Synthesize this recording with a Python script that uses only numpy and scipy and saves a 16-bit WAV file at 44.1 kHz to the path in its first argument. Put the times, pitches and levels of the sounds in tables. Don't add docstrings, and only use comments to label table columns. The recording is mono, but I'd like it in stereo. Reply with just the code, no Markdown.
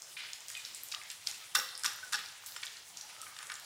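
import sys
import numpy as np
from scipy import signal
from scipy.io import wavfile

SR = 44100
rng = np.random.default_rng(int(sys.argv[2]) if len(sys.argv) > 2 else 0)


def ratio(d):
    e = np.asarray(d, float) / 20
    return 10 ** e


def unload_wav(signal):
    wavfile.write(
        sys.argv[1],
        SR,
        np.round(np.clip(np.atleast_2d(signal).T, -1, 1) * 32767).astype(np.int16),
    )


N = 160965

# (time [s], peak [dB], clack and bowl ring [dB], body [dB], crack centre [Hz])
KNOCK_HITS = [(1.271, -24.5, 6, -14, 4730), (1.5508, -17, 11, -2, 7000), (1.5533, -17, 3, -1.5, 9000),
              (1.556, -14.5, -6, -26, 4000), (1.566, -23, -1, -4, 3800), (1.57, -22, 2, -22, 5460),
              (1.589, -23.5, 0, -21, 6500), (1.598, -24, -5, -9, 3550), (1.835, -19, 0, -19, 6300),
              (1.844, -24, -21, -1, 4400), (1.85, -21.5, -7, -5, 6300), (1.855, -23, -4, -3, 4000),
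              (1.86, -17, 4, -20, 5200), (1.868, -30, -13, -8, 4500), (1.878, -30.5, -4, -6, 4020),
              (1.986, -42.5, 1, 5.5, 3000), (2.123, -32, -19, -7, 6530), (2.1266, -26, 2, -5, 5400),
              (2.1287, -26.5, -17, -11.5, 5900), (2.1324, -18, 5, -8, 5200), (2.141, -25, -7, -3, 3950),
              (2.143, -20, -5, -20, 4800), (2.148, -21, -3, -18.5, 4700), (2.151, -28, -5, -30, 3250),
              (2.156, -24.5, -12, -31, 4250), (2.1654, -32, -14, -18, 4600), (2.563, -28.5, -4, -7.5, 3000),
              (2.631, -33.5, 1, -5, 3500), (3.365, -36.5, 8.5, -7, 3500), (3.388, -33.5, 8.5, -8, 3540),
              (3.428, -39, 10, 1.5, 3580), (3.499, -30, -3, -1, 4150), (3.518, -28.5, 2, -6.5, 3700),
              (3.554, -33.5, 1, -14, 4500)]
# (frequency [Hz], level [dB], T60 [s])
CLACK_MODES = [(3600, -6, .025), (5300, -7, .025), (7400, -8, .02), (9500, -9, .02)]
# (frequency [Hz], correlation [-1..1])
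STEREO_LIKENESS = [(80, 1), (200, 0.36), (900, 0.4), (4000, 0.62), (14000, 0.37)]
BODY_CUT_HZ = 854


def at_hz(points, hz):
    curve_hz, value = np.transpose(points)
    return np.interp(np.log(hz), np.log(curve_hz), value)


def rms_one(x):
    return x / np.sqrt(np.mean(x ** 2) + 1e-20)


def drift(rate):
    r = np.exp(-80 * np.pi * rate / SR)
    noise = rng.standard_normal(N // 40 + 2002)
    slow = signal.lfilter([1], [1, -2 * r, r * r], noise)[2000:]
    return np.interp(np.arange(N) / 40, np.arange(len(slow)), rms_one(slow))


def ring(clicks, hz, t60):
    r = ratio(-60 / (t60 * SR))
    w = 2 * np.pi * hz / SR
    return signal.lfilter([0, np.sin(w)], [1, -2 * r * np.cos(w), r * r], clicks + 1e-18)


def band_pass(x, hz, octaves):
    edges = np.clip(hz * 2. ** np.array([-octaves, octaves]), 20, [.4 * SR, .45 * SR])
    return signal.sosfilt(signal.butter(2, edges, "band", fs=SR, output="sos"), x)


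def high_pass(x, hz):
    return signal.sosfilt(signal.butter(4, hz, "high", fs=SR, output="sos"), x)


def add(out, s, piece):
    i = max(int(s * SR), 0)
    out[i:i + len(piece)] += piece[:len(out) - i]


def burst(noise, decay_s, hz, octaves):
    t = np.arange(len(noise)) / SR / decay_s
    envelope = np.exp(-t) * (1 - np.exp(-t / .3))
    spit = band_pass(noise * envelope, hz, octaves)
    return spit / np.abs(spit).max()


def grains(per_s, spread_db):
    sizes = ratio(spread_db * np.minimum(rng.exponential(1, N), 5))
    signs = rng.choice([-1, 1], N)
    return sizes * signs * (rng.random(N) < per_s / SR)


def stereo_bands(length, shape, alike):
    out = 0
    edges = 30 * 2 ** np.arange(0, 9.6, .5)
    white = rng.standard_normal((2, 2, length))
    for k, (low, top) in enumerate(zip(edges, edges[1:])):
        sos = signal.butter(2, [low, top], "band", fs=SR, output="sos")
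        mid, side = signal.sosfilt(sos, white[k % 2])
        hz = np.sqrt(low * top)
        c = np.clip(alike(hz), -1, 1)
        out = out + shape(hz) * (np.sqrt(1 + c) * mid + np.sqrt(1 - c) * side * [[1], [-1]])
    return out


def knocks():
    # (frequency [Hz], level [dB], T60 [s])
    bowl_modes = [(824, -9, .2), (1192, -7, .12), (1502, -3, .14), (1685, -5, .12), (2680, -8, .12),
                  (3551, -6, .12), (5240, -4, .1), (5470, -3, .16), (9530, -14, .05)]
    clack_db, bowl_db, mode_scatter_db = -14, -31, 5.0
    cluster_share = .018
    s, db, ring_db, body_db, crack_hz = np.transpose(KNOCK_HITS)
    at = (s * SR).astype(int)
    grit, clack, bowl = np.zeros(N), np.zeros(N), np.zeros(N)
    cluster = [(hz * (1 + cluster_share * k), level_db - 3 * abs(k), t60)
               for hz, level_db, t60 in bowl_modes for k in (-1, 0, 1.3)]
    modes = CLACK_MODES + cluster
    scatter = mode_scatter_db * rng.standard_normal((len(s), len(modes)))

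    for k, (hz, level_db, t60) in enumerate(modes):
        is_clack = k < len(CLACK_MODES)
        group_db = clack_db if is_clack else bowl_db
        clicks = np.zeros(N)
        clicks[at] = (-1) ** k * ratio(db + level_db + ring_db + group_db + scatter[:, k])
        add(clack if is_clack else bowl, 0, ring(clicks, hz, t60))

    for t, peak_db, dull_db, hz, noise in zip(s, db, body_db, crack_hz, rng.standard_normal((len(s), 1800))):
        crack = burst(noise[:600], decay_s=.002, hz=hz, octaves=0.52)
        body = burst(noise[600:], decay_s=0.0014, hz=1434, octaves=0.38)
        add(grit, t, ratio(peak_db - 3) * crack)
        add(grit, t, ratio(peak_db + dull_db) * body)
    rings = clack + bowl * ratio(5 * drift(45))
    return high_pass([grit, rings], BODY_CUT_HZ)


def ticks():
    # (time [s], peak [dB], centre [Hz], room share [dB])
    spits = [(0.0199, -31.5, 6200, 8), (0.3325, -26, 5600, 2), (0.4052, -35, 6800, 8),
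             (0.4833, -28, 7000, 10.5), (0.533, -34, 6600, -3), (0.5737, -33, 8400, 9),
             (0.747, -29.5, 6800, 7), (0.835, -25.5, 10900, 1), (0.8863, -33.5, 6900, -3),
             (1.0355, -34, 6800, 7), (1.1015, -26, 6000, 1), (1.115, -31, 9900, 7), (1.2655, -36, 5940, -1),
             (1.3125, -27.5, 6200, -2), (1.752, -30.5, 4800, 5), (1.777, -28.5, 8300, 6),
             (1.7946, -31.5, 8600, 20), (2.1914, -35, 8500, -8), (2.4614, -32, 8000, -4),
             (2.4696, -43, 6750, -3), (2.659, -34, 7960, -14), (3.216, -29, 7500, 6),
             (3.469, -34.5, 6360, 16), (3.5408, -32.5, 7000, 2), (3.5978, -32, 9300, -6),
             (0.168, -35.5, 2230, -5), (0.5505, -31, 2930, 11.5), (0.6498, -30, 4830, 6),
             (0.916, -33, 5300, 11), (0.9215, -26.5, 3780, -1.5), (0.9389, -35, 1470, 3.5),
             (0.9466, -22.5, 4100, -21), (1.0134, -36, 2100, 5), (1.271, -18.5, 4200, -17),
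             (1.6888, -33, 4050, 8), (2.2596, -33, 5160, -9), (2.2866, -37, 5000, 0),
             (2.6291, -31.5, 2210, 2), (2.6328, -28, 3380, -13), (2.667, -27.5, 4100, 0),
             (2.9714, -30.5, 5500, 6.5), (3.011, -30, 5000, 4.5), (3.265, -37, 1740, 6),
             (3.6454, -44, 4860, 6),
             (0.501, -31, 7000, -2), (0.5014, -42, 1680, -0.5), (0.515, -34, 9000, -10),
                   (1.908, -45, 6000, 2), (1.933, -38, 8600, 0), (1.96, -38, 12300, -5),
                   (2.047, -39, 6500, 10), (2.067, -45, 7500, 4), (2.092, -42, 6850, 0),
                   (2.769, -38, 4600, 11), (2.424, -47, 3910, 7), (2.521, -40, 3960, 6),
                   (2.619, -37, 6900, 0), (2.651, -46, 5000, 0), (2.6537, -35, 9500, -5),
                   (2.678, -39, 4500, -13), (2.732, -40.5, 7450, -11)]
    near, far = np.zeros(N), np.zeros(N)
    rows = spits
    for (s, db, hz, room_db), noise in zip(rows, rng.standard_normal((len(rows), 600))):
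        spit = ratio(db) * burst(noise, decay_s=0.0015 * 4000 / hz, hz=hz, octaves=0.38)
        add(near, s, spit)
        add(far, s, ratio(min(room_db, 6)) * spit)
    return near, far


def pings():
    # (time [s], level [dB], frequency [Hz], swell [s], T60 [s])
    sung_notes = [(.6495, -39, 3900, .001, .03), (.6495, -39, 4620, .001, .03),
                  (.6495, -39, 5450, .001, .03), (.168, -49, 2420, .004, .3), (.552, -46, 2450, .025, 0.22),
                  (.547, -42, 3100, .004, 0.03), (1.338, -44, 2720, .01, 0.025),
                  (1.4, -57, 1290, .025, .15), (1.559, -49, 510, .02, 0.4), (1.556, -29, 3551, .003, .04),
                  (1.568, -34, 5470, .004, .3), (2.022, -49, 1500, .012, 0.25),
                  (2.563, -42, 7400, .001, .06), (2.563, -43, 5300, .001, .1),
                  (2.563, -45, 9500, .001, .04), (2.563, -46, 3550, .001, .12),
                  (2.563, -44, 2100, .001, .06), (2.972, -40, 4620, .001, .04),
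                  (2.972, -40, 5450, .001, .04), (3.0, -60, 850, .05, 0.15), (3.11, -53, 1300, .13, .06)]
    pitch_wander, flutter_db = .012, 4.0
    out = np.zeros(N)
    t = np.arange(SR // 2) / SR
    waver = np.cumsum(1 + pitch_wander * drift(60)) / SR
    for s, db, hz, swell, t60 in sung_notes:
        clock = np.resize(waver[int(s * SR):], len(t))
        rise = np.minimum(t / swell, 1)
        decay = ratio(db - 60 * np.maximum(t - swell, 0) / t60)
        add(out, s, decay * rise * np.sin(2 * np.pi * hz * clock))
    return out * ratio(flutter_db * drift(70))


def rubs():
    # (time [s], length [s], level [dB], centre [Hz])
    strokes = [(0.165, 0.28, -42.5, 2680), (0.328, 0.23, -52, 4550), (0.481, 0.67, -48, 4250),
               (0.75, 0.32, -56.5, 5240), (0.917, 0.054, -40.5, 3550), (1.1, 0.052, -41.5, 3020),
               (1.267, 0.32, -45, 4300), (1.412, 0.064, -51.5, 2900), (1.547, .07, -38, 3200),
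               (1.549, 0.13, -37, 11500), (1.845, 0.076, -34.5, 4730), (2.122, 0.066, -41.5, 4900),
               (2.173, 0.14, -43, 2900), (2.461, 0.13, -44.5, 7240), (2.622, 0.3, -49, 3360),
               (2.968, 0.11, -54.5, 5000), (3.083, 0.21, -52.5, 3000), (3.393, 0.13, -50, 1620),
               (3.489, 0.11, -46.5, 1700)]
    attack_s, release_s = 0.0017, 0.0086
    out = np.zeros(N)
    t = np.arange(N) / SR
    grit = rms_one(grains(per_s=6400, spread_db=2.5) * ratio(2.5 * drift(60)))
    ringing = sum(ratio(db) * ring(grit, hz, t60) for hz, db, t60 in CLACK_MODES)
    friction = rms_one(grit + 0.043 * rms_one(ringing))
    for s, length, db, hz in strokes:
        attack = np.clip((t - s) / attack_s, 0, 1)
        fade = np.exp(-3.07 * np.clip((t - s) / length, 0, 1))
        release = np.exp(-np.maximum(t - s - length, 0) / release_s)
        octaves = min(hz / 4000, 1.3)
        out += ratio(db) * attack * fade * release * rms_one(band_pass(friction, hz, octaves))
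    return out


def squelch():
    pops = grains(per_s=180 * ratio(4.1 * drift(15)), spread_db=3.3)
    pitches = np.geomspace(1200, 12000, 14)
    dealt = rng.integers(0, 14, N)
    wet = sum(ring(pops * (dealt == k), hz, t60=5.0 / hz) for k, hz in enumerate(pitches))
    return ratio(-65) * rms_one(wet)


def counter():
    out = np.zeros(N)
    for (s, db, *_), noise in zip(KNOCK_HITS, rng.standard_normal((len(KNOCK_HITS), 9000))):
        add(out, s, ratio(db - 42.5) * burst(noise, decay_s=0.039, hz=252, octaves=1.0))
    return out


def kitchen(x):
    # (frequency [Hz], T60 [s])
    room_t60 = [(300, 1), (1000, 0.49), (3000, 0.89), (8000, 0.46), (15000, 0.33)]
    # (frequency [Hz], level [dB])
    room_colour = [(200, 5), (500, 3.5), (1500, 1.5), (2300, -1.5), (5000, -1), (10000, 0), (15000, 3.5)]
    room_db, onset_s = -3, 0.00043
    t = np.arange(SR) / SR

    def decay(hz):
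        return ratio(at_hz(room_colour, hz) - 60 * t / at_hz(room_t60, hz))

    tail = stereo_bands(SR, decay, lambda hz: at_hz(STEREO_LIKENESS, hz))
    tail = tail * (1 - np.exp(-(t / onset_s) ** 2))
    tail = ratio(room_db) * tail / np.sqrt(np.sum(tail ** 2) / 2)
    return signal.fftconvolve(x[None], tail, axes=1)[:, :N]


def air():
    # (frequency [Hz], level [dB])
    air_spectrum = [(30, -33), (95, -5.5), (259, -13.5), (822, -3), (1100, -6), (3870, -2.5), (9460, -4.5),
                    (14500, -25.5), (16000, -7)]
    together = drift(2.5)

    def patchy(hz):
        return ratio(at_hz(air_spectrum, hz) + 0.67 * together + 2.46 * drift(10.7))

    return ratio(-52) * rms_one(stereo_bands(N, patchy, lambda hz: at_hz(STEREO_LIKENESS, hz)))


def ports(x, pan_db):
    panned = x * ratio(pan_db * np.array([[.5], [-.5]]))
    return panned + ratio(-7) * np.gradient(x) * [[1], [-1]]


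def scene():
    grit, rings = knocks()
    near, far = ticks()
    pulp = high_pass(rubs() + squelch(), BODY_CUT_HZ)
    sung = pings()
    room = kitchen(grit + far + 1.24 * pulp + .45 * (rings + sung))
    bowl_side = ports(grit + rings, pan_db=-3)
    spoon_side = ports(near + pulp + sung, pan_db=-1.0)
    return bowl_side + spoon_side + room + counter() + air()


def roll_off(x):
    return signal.sosfilt(signal.butter(12, 16640, fs=SR, output="sos"), x)


def record(dry):
    top_cut = signal.cheby2(10, 50, 16650, fs=SR, output="sos")
    mix = signal.sosfilt(top_cut, high_pass(dry, 24))
    return roll_off(mix)


dry = scene()
out = record(dry)
unload_wav(out)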